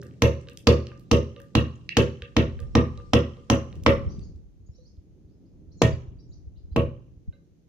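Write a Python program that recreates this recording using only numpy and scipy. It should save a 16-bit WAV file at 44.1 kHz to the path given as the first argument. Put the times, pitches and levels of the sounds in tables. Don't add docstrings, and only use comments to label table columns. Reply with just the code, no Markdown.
import sys
import numpy as np
from scipy import signal
from scipy.fft import rfft, irfft
from scipy.io import wavfile
from scipy.ndimage import uniform_filter1d

SR = 44100
rng = np.random.default_rng(int(sys.argv[2]) if len(sys.argv) > 2 else 0)


def volts(x):
    e = np.asarray(x, float) / 20
    return 10 ** e


def digitize_waveform(pressure):
    field = np.atleast_2d(pressure).T
    bounded = np.clip(field, -1, 1)
    quanta = np.round(bounded * 32767).astype(np.int16)
    wavfile.write(sys.argv[1], SR, quanta)


N = 338688

# [t/s, bench level/dB, slab level/dB, shank level/dB]
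BLOWS = [(-.215, -6.5, -6, -37), (0.2239, -9.5, -13, -38), (0.6734, -7.5, -10, -45.5),
         (1.1169, -8.5, -12, -37), (1.5537, -10.5, -23.5, -46), (1.9723, -10.5, -11, -39),
         (2.3688, -10, -17.5, -47), (2.754, -9, -17.5, -33), (3.136, -11, -15.5, -39.5),
         (3.5032, -12, -19.5, -37.5), (3.8658, -11.5, -13, -34.5), (5.82, -12, -18.5, -24),
         (6.764, -13.5, -14, -69.5)]
# [upper bench/dB, low slab/dB, upper slab pair/dB, slab edge/dB]
SEATS = [(-0.5, -2, 0.5, -2), (-3.5, -2.5, -1, -5), (-1, 0, -2, -3), (-1.5, -1, -2, 0), (-0.5, 2, 1, 3.5),
         (0, -0.5, -8, -0.5), (1, -0.5, -3.5, 2.5), (2, 2, -2.5, -1), (2.5, 1, -1.5, -1.5),
         (2, -1.5, 3, 3.5), (1.5, -2.5, 5, -3), (-2.5, 1, -2.5, 4.5), (-0.5, -3, -5, 0.5)]
# [t/s, crack/dB, knock/dB, splinter/dB, dust/dB]
BITES = [(-.22, 1.5, -4, -0.5, 0), (0.2208, 5.5, 3, -2.5, 2), (0.6707, 5.5, 1, 5, 3.5),
         (1.114, 0, -2.5, 5, 1.5), (1.5518, -1.5, 2, -2, -1), (1.9693, 4, -1, 5, 3),
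         (2.3663, 3.5, 0, 0, -12), (2.7525, -2, 2.5, -5.5, -7), (3.1343, 1.5, 5.5, -2, 0.5),
         (3.5, -2.5, 5, 1, 2), (3.8632, 6.5, 3.5, -4, -5), (5.819, 1, -1.5, 2.5, 2),
         (6.762, -15, -4.5, -16.5, -7.5)]
# [t/s, f/Hz, width/Hz, level/dB]
BREAKS = [(.22, 6000, 595, 6.5), (.22, 11600, 700, 1), (.67, 4580, 605, 1.5), (.67, 1180, 300, -1),
          (1.11, 2830, 396, 0), (1.11, 1224, 149, 4.5), (1.55, 3930, 400.5, 2), (1.55, 2850, 403, 3),
          (1.97, 1740, 198, 3.5), (1.97, 3070, 403.6, -2.5), (2.37, 12100, 687, 10.5),
          (2.37, 1617, 300, -12), (2.75, 1214, 120, 6.5), (2.75, 3850, 350, 3), (2.75, 5600, 700, 3.5),
          (3.13, 3400, 352.4, 6), (3.13, 5400, 605, 2.5), (3.5, 3100, 345.7, 5.5), (3.5, 5946, 500, 4.5),
          (3.86, 1190, 151.5, 3.5), (3.86, 5400, 504, 4.5), (3.86, 2030, 252.2, -2), (5.82, 1030, 250, 5),
          (5.82, 6600, 600, 3.5), (5.82, 2605, 401.4, -2), (6.76, 2690, 441, 14), (6.76, 1350, 297, 1),
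          (6.76, 3980, 400, 3)]
# [f/Hz, level/dB per Hz]
CRACK_SPECTRUM = [(290, -27), (500, -1), (833, -0.5), (1170, -3), (1450, -9.5), (1630, -9), (2600, -6),
                  (4530, -13.5), (5900, -13), (7150, -18.5), (7800, -29), (12800, -29.5), (16400, -42)]
# [f/Hz, level/dB, t60/s, direction]
SHANK_MODES = [(1855, 2, 0.15, 0.92), (1880, -1, 0.052, 0.5), (2750, -23, 0.18, -2),
               (2985, -22.5, 0.18, 1.44)]
# [f/Hz, level/dB, t60/s, direction]
SLAB_MODES = [(379, -3, .08, -1), (391.6, -19, .44, 1), (405.2, -16, .41, -1), (450.4, -8.5, .17, -1),
              (470.5, -11.5, .06, -1), (481.5, -3, .21, 1), (493.7, -16, .37, 1), (507, -19, .41, 1),
              (533.5, -2.5, .08, 1),
              (547.2, -10, 0.3, 0.99), (559.5, -14, 0.34, -1), (566, -17.5, 0.34, 1),
                  (594, -17, 0.16, 0.91), (611, -23.5, 0.38, -0.73), (641.8, -13, 0.19, 1),
                  (353, -19, .45, -1), (896, -24, 0.23, 0.9), (912, -26.5, 0.26, -1.1),
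                  (994, -26, 0.15, 0.96), (1033, -25, 0.18, -1), (1113, -22, 0.18, 1),
                  (1190, -24.5, 0.31, 0.88), (1220, -25, 0.16, -1)]
# [f/Hz, level/dB, t60/s, direction]
BOARD_MODES = [(65.5, -3, .15, 1), (79, 2.5, .37, 1), (85.8, -22.5, .8, 1), (102.7, -14, .38, 1),
               (108.8, -17.5, .59, -1), (113.5, 2.5, .2, 1), (124.3, -15, .8, -1), (131, -2.5, .18, -1),
               (142.6, -11, .38, -1), (147.1, -10, .34, 1), (155.4, -14, .44, -1), (168.2, 0, .14, -1),
               (196.9, -9.5, .26, -1), (220.3, -11, .45, 1), (227.7, -.5, .17, 1), (235.5, -4.5, .3, 1),
               (253.8, -9, .34, 1), (261, -4, .23, 1), (279.9, .5, .08, 1), (315.6, -8, .29, -1),
               (326.7, -1.5, .2, -1)]
# [delay/s, level/dB, contact length/s, direction]
JOLTS = [
    (.0005, -8.5, 0.002, -0.89),
    (.0025, -4.5, 0.003, 0.82),
]
# [f/Hz, level/dB]
MOVED_BENCH = [(75, 0), (125, 4.5), (160, 4), (240, 0), (330, -1.5)]
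# [f/Hz, phase/rad]
PORT_LEAD = [(70, -.2), (120, .06), (480, -.05), (570, .7), (700, .7), (1100, 1.9)]
# [t/s, level/dB, f/Hz, t60/s]
KNOCKS = [(5.8176, -4, 470, 0.014), (6.761, -15, 390, 0.012), (3.8635, -8, 1100, 0.011),
          (8.4, -33.5, 208, 0.042), (6.763, -36, 2700, 0.1), (4.69, -41.5, 130, .06), (3.8, -40, 170, .03)]
# [t/s, level/dB, f/Hz, slab level/dB]
SETS = [(0.026, -36.5, 1450, -51), (.472, -49.5, 2600, -47), (.486, -33.5, 2750, -66),
        (0.869, -36, 3420, -64), (.889, -49.5, 1000, -49.5), (0.917, -38, 1500, -45),
        (1.363, -38, 2032, -44), (1.401, -39.5, 1300, -56), (2.221, -30.5, 2637, -42.5),
        (2.591, -41, 2000, -43.5), (2.975, -44.5, 3900, -45), (3.369, -53.5, 3200, -48.5),
        (3.727, -44, 3040, -53), (4.781, -80, 4000, -74), (7.326, -57.5, 1900, -66.5)]
# [f/Hz, width/Hz, level/dB]
EDGE_RINGS = [(1600, 190, 7.5), (1820, 130, 1), (2750, 590, 4.5), (3778, 160, 2.5)]
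# [f/Hz, level/dB, t60/s, direction]
TOUCH_MODES = [(478, -4, .25, 1), (492, -8, .25, -1), (552, -10, .35, -1), (1192, -16, .26, 1),
               (1212, -19, .22, -1), (2090, -27, .2, -1)]
# [t/s, level/dB, f/Hz, left port delay/s, left port level/dB]
BIG_CHIP = (1.8915, -24, 2750, .00043, -5)
# [t/s, level/dB, f/Hz]
CHIPS = [(0.016, -46, 5300), (.067, -51.5, 5800), (0.11, -51.5, 2700), (.413, -52.5, 6250),
         (.976, -58, 6000), (1.757, -60.5, 6595), (4.968, -67, 4400), (3, -45, 1300), (.137, -58, 2000)]
# [t/s, level/dB, top end re level/dB]
GRIT = [(0.032, -53, 3), (.137, -66, -11), (1.008, -66.5, -7), (1.401, -56.5, 4), (1.484, -66, -12.5),
        (3.8615, -39, -18.5), (4.193, -55, -27), (.497, -49.5, -6), (.533, -57.5, -1), (.573, -35.5, -10.5),
        (0.996, -57.5, 2), (1.417, -54.5, -1), (2.602, -48.5, -7), (3.755, -55.5, -6.5),
        (3.8362, -45.5, -2.5), (3.903, -46, 2), (4.36, -66, -25)]
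# [t/s, level/dB, f/Hz, t60/s]
PINGS = [(.486, -38, 2700, .008), (1.755, -62, 6700, .04), (2.976, -58, 1200, .25), (4.785, -55, 500, .25),
         (5.925, -49, 4750, .07), (7.328, -70, 4000, .14), (7.328, -73, 3850, .12), (7.326, -59, 1540, .07),
         (7.33, -68, 2090, .12), (7.33, -64, 552, .3), (2.976, -56, 3950, .05)]
# [f/Hz, t60/s]
SHED_T60 = [(420, 0.12), (1100, 0.37), (2900, 0.22), (5000, 0.31), (7000, 0.43), (8500, 0.27),
            (15000, 0.22)]
# [f/Hz, level/dB]
SHED_TONE = [(450, -26), (650, -3.5), (900, -6.5), (1500, -4), (2600, -5), (3600, -4.5), (4800, -14.5),
             (6500, -17), (9000, -3.5), (15000, -7)]
# [f/Hz, correlation/1]
LIKENESS = [(60, 1), (180, .99), (550, .6), (1100, -.1), (1650, 0), (3000, .2), (5000, 0), (15000, -.15)]
# [delay/s, level over the wash/dB]
WALLS = [(.0115, 9.5), (.0135, 4.5), (.019, 4.5), (.025, 4.5), (.031, 1.5), (.039, 2.5)]
# [f/Hz, width/Hz, level/dB]
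SHED_RINGS = [(1190, 120, -0.5), (1872, 130, -2), (2750, 220, 0.5), (5800, 600, -0.5)]
# [t/s, length/s, start f/Hz, end f/Hz, level/dB]
CHIRPS = [(0.954, 0.016, 3800, 4230, -80), (1.043, 0.028, 3280, 4200, -80), (2.654, 0.036, 5250, 5720, -78),
          (2.708, 0.033, 5000, 5660, -78), (3.032, 0.033, 3990, 4650, -77), (3.049, 0.028, 4790, 5700, -74),
          (3.1, 0.042, 5630, 5240, -82), (4.105, 0.027, 4950, 4700, -62), (4.122, 0.026, 6100, 5730, -77),
          (4.715, 0.028, 5456, 5300, -76), (4.833, 0.027, 6340, 5600, -73), (4.864, 0.023, 5600, 6500, -72),
          (4.083, 0.041, 5480, 6310, -60.5), (4.09, 0.027, 3960, 5200, -65),
          (4.207, 0.019, 4730, 4240, -64.5), (4.224, 0.021, 4330, 5450, -62),
          (4.222, 0.027, 5900, 6840, -65.5), (4.66, .02, 4780, 5030, -77.5),
          (4.659, 0.015, 6460, 6890, -70), (4.735, 0.037, 3900, 4970, -74),
          (4.746, 0.028, 5280, 6400, -67.5), (4.773, 0.078, 3920, 4520, -75),
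          (4.849, 0.029, 4300, 5450, -64), (5.28, 0.03, 3900, 5170, -83), (5.306, 0.041, 5060, 5150, -82),
          (6.283, .05, 6720, 6670, -78), (5.718, .04, 4240, 4350, -73), (5.452, 0.022, 4220, 5460, -78),
          (5.712, 0.023, 4110, 6530, -66.5), (5.768, 0.054, 7020, 5000, -66),
          (5.786, 0.05, 4110, 4500, -63), (6.185, 0.03, 4500, 5870, -66), (6.187, 0.027, 3810, 4230, -79),
          (6.313, 0.035, 3920, 6300, -64.5), (6.554, 0.04, 3725, 5230, -73),
          (6.558, 0.027, 2710, 4120, -78), (6.71, 0.026, 3930, 5020, -71), (6.718, 0.021, 2900, 3960, -80)]
# [t/s, level/dB]
AIR = [(0, -63.5), (.4, -52.5), (1.3, -54.5), (1.95, -56), (2.3, -54), (2.65, -33), (3.0, -41), (3.53, -55),
       (3.89, -32.5), (4.1, -34.5), (4.5, -49), (5.37, -57.5), (5.97, -45), (6.63, -47.5), (6.84, -38.5),
       (7.05, -50.5), (7.68, -64)]
# [t/s, peak level/dB]
PUFFS = [(2.222, -29.5), (2.465, -26), (2.978, -37), (4.069, -17), (4.169, -36), (4.248, -35.5),
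         (4.351, -32), (4.448, -49), (4.601, -42.5), (4.691, -33), (4.981, -35.5), (5.249, -41),
         (5.349, -50), (5.54, -47), (5.68, -39), (5.931, -20.5), (6.081, -29.5), (6.294, -32.5),
         (6.47, -31), (6.639, -32), (6.721, -24.5), (7.169, -39.5), (7.282, -23), (7.519, -51)]
# [t/s, peak level/dB]
FLICKS = [(4.19, -25.5), (7.286, -33)]
# [f/Hz, level/dB per Hz]
RUMBLE = [(53, -34.5), (90, -11), (173, -4.5), (225, -12.5), (311, -11.5), (561, -27), (653, -32.5),
          (987, -41), (5400, -44.5), (6420, -38), (7640, -49.5), (15000, -49.5), (16400, -62)]
# [t/s, level/dB]
TRAFFIC = [(0, -52.5), (.4, -57.5), (2.0, -59.5), (3.5, -59.5), (4.05, -45), (4.5, -68.5), (4.85, -67.5),
           (5.4, -60), (6.1, -57.5), (6.6, -66.5), (7.0, -62), (7.68, -68.5)]
# [t/s, level/dB]
DUST = [(0, -72.5), (1, -76), (2, -73.5), (3, -70.5), (4.2, -72.5), (4.45, -92.5), (7.68, -91)]

KNOCK_HZ, CRACK_HZ, SPLINTER_HZ, DUST_HZ = 1000, 2700, 5800, 11000
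UPPER_BENCH_HZ, LOW_SLAB_HZ, MAIN_PAIR_HZ, UPPER_PAIR_HZ, EDGE_HZ = 190, 410, 480, 550, 650
EVEN = .8
CRACK_UNLIKE = 0.61
BOUNCE, BOUNCE_S = 0.2, 0.00026
BENCH_ECHO_S, BENCH_ECHO_DB = .0038, -10
SPALLS, SPALL_DB, SPALL_FALL_S = 14, -16, .06
GRIP_S, GRIP_DB_PER_S = .065, 500
ROCK_S, ROCK_DB_PER_S, SETTLE_DB, SETTLE_S = .078, 69, 4, 0.0044
MOVE_S, MOVED_LATE_S = 5, .004
SET_OCTAVES, SET_TOP_DB = 1.8, -32
CHIP_OCTAVES, CHIP_TOP_DB, CHIP_RING_DB = 0.99, -30.5, -17.5
GRIT_HZ, GRIT_OCTAVES, GRIT_RING_DB = 4500, 1.9, -17.5
TICK_DECAY_S = .001
LATE_DB, LATE_T60_S = -15.5, 0.56
WALL_S, PATCHY_DB = 0.00023, 3.5
PUFF_HZ, FLICK_HZ = 61.2, 137
MIC_TOP_HZ = 15800
SNAP_LEAD_S = 100 / SR


def cracks():
    out = np.zeros((2, N))
    for s, crack_db, knock_db, splinter_db, dust_db in BITES:
        tint = [(KNOCK_HZ, knock_db), (CRACK_HZ, crack_db), (SPLINTER_HZ, splinter_db), (DUST_HZ, dust_db)]
        bite = np.zeros((2, N // 12))
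        alike = snap(decay_s=.003, grain_db=3.5, even=EVEN)
        apart = snap(decay_s=.004, grain_db=3.0, even=EVEN)
        apart = CRACK_UNLIKE * apart - BOUNCE * np.roll(alike, round(BOUNCE_S * SR))
        add(bite, 0, volts(12.5) * colour(alike + apart * [[1], [-1]], tint))
        add(bite, BENCH_ECHO_S, volts(BENCH_ECHO_DB) * bite[::-1, :1024].copy())
        spalls(bite, SNAP_LEAD_S, tint)
        piece = [row[1:] for row in BREAKS if abs(row[0] - s) < .1]
        add(out, s - SNAP_LEAD_S - .0003, resonate(bite, piece))
    return colour(out, CRACK_SPECTRUM)


def spalls(track, s, tint):
    for delay, size in rng.exponential(1, (SPALLS, 2)):
        db = SPALL_DB - 14 * delay + 3.5 * min(size, 1.5)
        crumb = colour(snap(decay_s=0.00066, grain_db=0.0), tint)
        add(track, s + .006 + SPALL_FALL_S * delay, volts(db) * crumb)


def shank_rings():
    out = np.zeros((2, N))
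    t = np.arange(14000) / SR
    grip_db = GRIP_DB_PER_S * np.maximum(t - GRIP_S, 0)
    for s, _, _, db in BLOWS:
        ring = modes(SHANK_MODES, spread_db=0.7, swell_s=0.014, turn=0.56, length=len(t))
        add(out, s, volts(db + 3.5 - grip_db) * ring)
    return out


def slab_rings():
    out = np.zeros((2, N))
    for (s, _, slab_db, _), (_, low_db, pair_db, edge_db) in zip(BLOWS, SEATS):
        seat = [(LOW_SLAB_HZ, low_db), (MAIN_PAIR_HZ, 0), (UPPER_PAIR_HZ, pair_db),
                (EDGE_HZ, edge_db), (KNOCK_HZ, 0)]
        stone = [(hz, db + at_hz(seat, hz), t60, way) for hz, db, t60, way in SLAB_MODES]
        turn = np.minimum(.3 * (np.array(stone)[:, :1] / UPPER_PAIR_HZ) ** 2, .5)
        ring = modes(stone, spread_db=2.5, swell_s=.0058, turn=turn, lead=1, length=18000)
        add(out, s, volts(slab_db + 4.0) * rocking(length=18000) * ring)
    return out


def rocking(length):
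    t = np.arange(length) / SR
    free_db = ROCK_DB_PER_S * np.minimum(t, ROCK_S)
    return volts(free_db - SETTLE_DB * np.clip((t - ROCK_S) / SETTLE_S, 0, 1))


def bench_booms():
    out = np.zeros((2, N))
    for (s, bench_db, _, _), (upper_db, _, _, _) in zip(BLOWS, SEATS):
        moved = s > MOVE_S
        boards = [(hz, db + moved * at_hz(MOVED_BENCH, hz) + (hz > UPPER_BENCH_HZ) * upper_db, t60, way)
                  for hz, db, t60, way in BOARD_MODES]
        boom = modes(boards, spread_db=1.5, swell_s=.0066, turn=.17, lead=1)
        add(out, s + moved * MOVED_LATE_S, volts(bench_db - 6.0) * boom)
        add(out, s - .0025, volts(bench_db + 39.0) * jolts(rng.uniform(0.94, 1.05)))
    for s, db, hz, t60 in KNOCKS:
        knock = modes([(hz, db, t60, 1)], spread_db=-0.5, swell_s=0.000077, turn=0.061, length=2000)
        add(out, s, knock)
    return band(band(out, 50, 9000), 53, 9000)


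def jolts(stretch):
    out = np.zeros(2600)
    for delay, db, contact, direction in JOLTS:
        push = np.hanning(int(contact * stretch * SR) + 2)
        add(out, delay * stretch, direction * volts(db) * push / push.sum())
    return out


def ticks():
    out = big_chip()
    for s, db, hz, slab_db in SETS:
        tick(out, s, db - 6.0, hz, SET_OCTAVES, SET_TOP_DB, slab_db, EDGE_RINGS)
    for s, db, hz in CHIPS:
        tick(out, s, db, hz, CHIP_OCTAVES, CHIP_TOP_DB, db + CHIP_RING_DB)
    for s, db, top_db in GRIT:
        tick(out, s, db, GRIT_HZ, GRIT_OCTAVES, top_db, min(db, -50) + GRIT_RING_DB)
    for s, db, hz, t60 in PINGS:
        add(out, s, modes([(hz, db, t60, 1)], spread_db=-2.5, swell_s=0.0011, turn=0.38, length=9000))
    return out


def big_chip():
    s, db, hz, late_s, left_db = BIG_CHIP
    out = np.zeros((2, N))
    tick(out, s, db, hz, 1.74, -42.5, -66.0, [(hz, 350, 9)])
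    return np.array([volts(left_db) * np.roll(out[1], round(late_s * SR)), out[1]])


def tick(out, s, db, hz, octaves, top_db, slab_db, rings=()):
    click = snap(decay_s=TICK_DECAY_S, grain_db=-1.0)
    spread = 2 ** (octaves / 2)
    pitched = band(band(click, hz / spread, hz * spread), hz / spread, hz * spread)
    bright = volts(top_db) * band(click, 9500, 16000)
    add(out, s - SNAP_LEAD_S, volts(db + 20) * (resonate(pitched, rings) + bright))
    touch = modes(TOUCH_MODES, spread_db=2.0, swell_s=0.0016, turn=0.28, length=12000)
    add(out, s, volts(slab_db) * touch)


def shed(x, build_up_s):
    t = np.arange(26000) / SR
    edges = 320 * 2 ** np.arange(0, 6.5, .5)
    echo = 0
    answers = volts(sum(db * np.exp(-((t - s) / WALL_S) ** 2) for s, db in WALLS))
    for low, high in zip(edges, edges[1:]):
        mid, side = band(rng.standard_normal((2, len(t))), low, high)
        hz = np.sqrt(low * high)
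        alike = np.clip(at_hz(LIKENESS, hz), -1, 1)
        wash = np.sqrt(1 + alike) * mid + np.sqrt(1 - alike) * side * [[1], [-1]]
        late = volts(LATE_DB - 60 * t / LATE_T60_S) * (hz < 7500)
        dying = volts(-60 * t / at_hz(SHED_T60, hz)) + late
        dying = volts(at_hz(SHED_TONE, hz)) * dying * (1 - np.exp(-t / build_up_s))
        patches = np.repeat(rng.standard_normal(len(t) // 200 + 1), 200)[:len(t)]
        patchy = volts(PATCHY_DB * 1.23 * uniform_filter1d(patches, size=200))
        echo = echo + answers * patchy * dying * wash
    return signal.fftconvolve(resonate(x, SHED_RINGS)[None], echo)[:, :N]


def birds():
    out = np.zeros(N)
    for s, length, from_hz, to_hz, db in CHIRPS:
        u = np.linspace(0, 1, int(length * SR))
        hz = from_hz + (to_hz - from_hz) * (1 - np.cos(np.pi * u)) / 2
        hz = hz + 120 * np.sin(2 * np.pi * 65 * u * length + rng.uniform(0, 6.6))
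        whistle = np.sin(2 * np.pi * np.cumsum(hz) / SR)
        add(out, s, volts(db) * np.sin(np.pi * u) ** 0.51 * whistle)
    t = np.arange(13000) / SR
    smear = rng.standard_normal((2, len(t))) * volts(-25.5 - 60 * t / .38)
    return out * volts([[-.8], [.8]]) + signal.fftconvolve(out[None], smear)[:, :N]


def air():
    lumps = volts(1.3 * rms_one(band(rng.standard_normal((2, N)), 2.5, 5.2)))
    out = volts(in_time(AIR)) * rms_one(band(rng.standard_normal((2, N)), 37, 97) * lumps)
    puffs = [(*row, PUFF_HZ) for row in PUFFS] + [(*row, FLICK_HZ) for row in FLICKS]
    for s, db, hz in puffs:
        u = np.linspace(0, 1, int(2.2 * SR / hz))
        shift = rng.normal(0, 1.0, (2, 1))
        add(out, s - .01, volts(db) * np.sin(np.pi * u) ** 2 * np.sin(2 * np.pi * 2.53 * u + shift))
    return out


def dust():
    grains = rng.standard_normal((2, N)) * volts(2.5 * rng.exponential(1, (2, N)))
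    return volts(in_time(DUST)) * rms_one(band(band(grains, 1000, 7000), 900, 8000))


def rumble_and_hiss():
    mid, side = colour(rng.standard_normal((2, N)), RUMBLE)
    low_pass = signal.butter(2, 750, fs=SR, output="sos")
    low = rms_one(signal.sosfilt(low_pass, [mid + 0.18 * side, mid - .55 * side]))
    hiss = rms_one(band(colour(rng.standard_normal((2, N)), RUMBLE), 370, 17000))
    hiss = colour(hiss, [(5500, 1.0), (6900, -2.0), (7300, -3.5)])
    return volts(in_time(TRAFFIC) + 7.5) * low + volts(-70) * hiss


def modes(table, spread_db, swell_s, turn, lead=0, length=26000):
    t = np.arange(length) / SR
    hz, db, t60, direction = np.transpose(table)[:, :, None]
    strength, side, shift = rng.standard_normal((3, len(table), 1))
    side = .4 * side + 1.3 * np.cos(2.4 * np.arange(len(table)))[:, None]
    hz = hz * (1 + .003 * shift)
    ring = direction * volts(db + spread_db * strength - 60 * t / t60)
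    swell = (1 - np.exp(-t / swell_s)) ** 2
    phase = turn * side + lead * at_hz(PORT_LEAD, hz) / 2
    return np.array([swell * np.sum(ring * np.sin(2 * np.pi * hz * t + way * phase), axis=0)
                     for way in (1, -1)])


def snap(decay_s, grain_db, even=0.36):
    t = np.arange(-100, 924) / SR
    grains = rng.standard_normal(len(t)) * volts(grain_db * rng.exponential(1, len(t)))
    shape = (t > 0) * (1 - np.exp(-t / 0.00012)) * np.exp(-t / decay_s)
    lines = rfft(grains * shape)
    burst = irfft(lines / (np.abs(lines) + 1e-9) ** even) * (t > 0)
    return burst / np.sqrt(np.sum(burst ** 2))


def resonate(x, table):
    out = x
    for hz, width_hz, db in table:
        r = np.exp(-np.pi * width_hz / SR)
        feed = [(1 - r * r) / 2, 0, (r * r - 1) / 2]
        back = [1, -2 * r * np.cos(2 * np.pi * hz / SR), r * r]
        out = out + volts(db) * signal.lfilter(feed, back, x)
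    return out


def at_hz(points, hz):
    points_hz, values = np.transpose(points)
    return np.interp(np.log(hz + 1), np.log(points_hz), values)


def in_time(points):
    return np.interp(np.arange(N) / SR, *np.transpose(points))


def rms_one(x):
    return x / np.sqrt(np.mean(x ** 2) + 1e-30)


def colour(x, points):
    hz = np.fft.rfftfreq(x.shape[-1], 1 / SR)
    return irfft(rfft(x) * volts(at_hz(points, hz)), x.shape[-1])


def band(x, low_hz, high_hz):
    sos = signal.butter(2, [low_hz, min(high_hz, .45 * SR)], "band", fs=SR, output="sos")
    return signal.sosfilt(sos, x)


def add(track, s, sound):
    i = round(s * SR)
    sound, i = sound[..., max(-i, 0):], max(i, 0)
    track[..., i:i + sound.shape[-1]] += sound[..., :N - i]


def scene():
    crack, shank, slab, bench = cracks(), shank_rings(), slab_rings(), bench_booms()
    chips = ticks()
    edge = crack + shank + chips
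    left = (np.roll(edge[0], 2) + bench[0]) * volts(3.5) + slab[0] * volts(-1.25)
    right = edge[1] * volts(6.0) + bench[1] * volts(4.0) + slab[1] * volts(1.17)
    send = crack[1] + volts(-1.0) * chips[1] + volts(-6.0) * band(slab[0], 300, 690) + volts(-16) * shank[0]
    echo = shed(send, build_up_s=0.005)
    return np.array([left, right]) + volts(-30.0) * echo + birds() + air() + dust() + rumble_and_hiss()


def roll_off(x):
    return signal.sosfilt(signal.butter(12, 16530, fs=SR, output="sos"), x)


def record(dry):
    rounded = 1.038 * np.tanh(dry / 1.234)
    top_cut = signal.cheby2(10, 45, MIC_TOP_HZ + 500, fs=SR, output="sos")
    mix = signal.sosfilt(top_cut, rounded)
    return roll_off(mix)


dry = scene()
out = record(dry)
digitize_waveform(out)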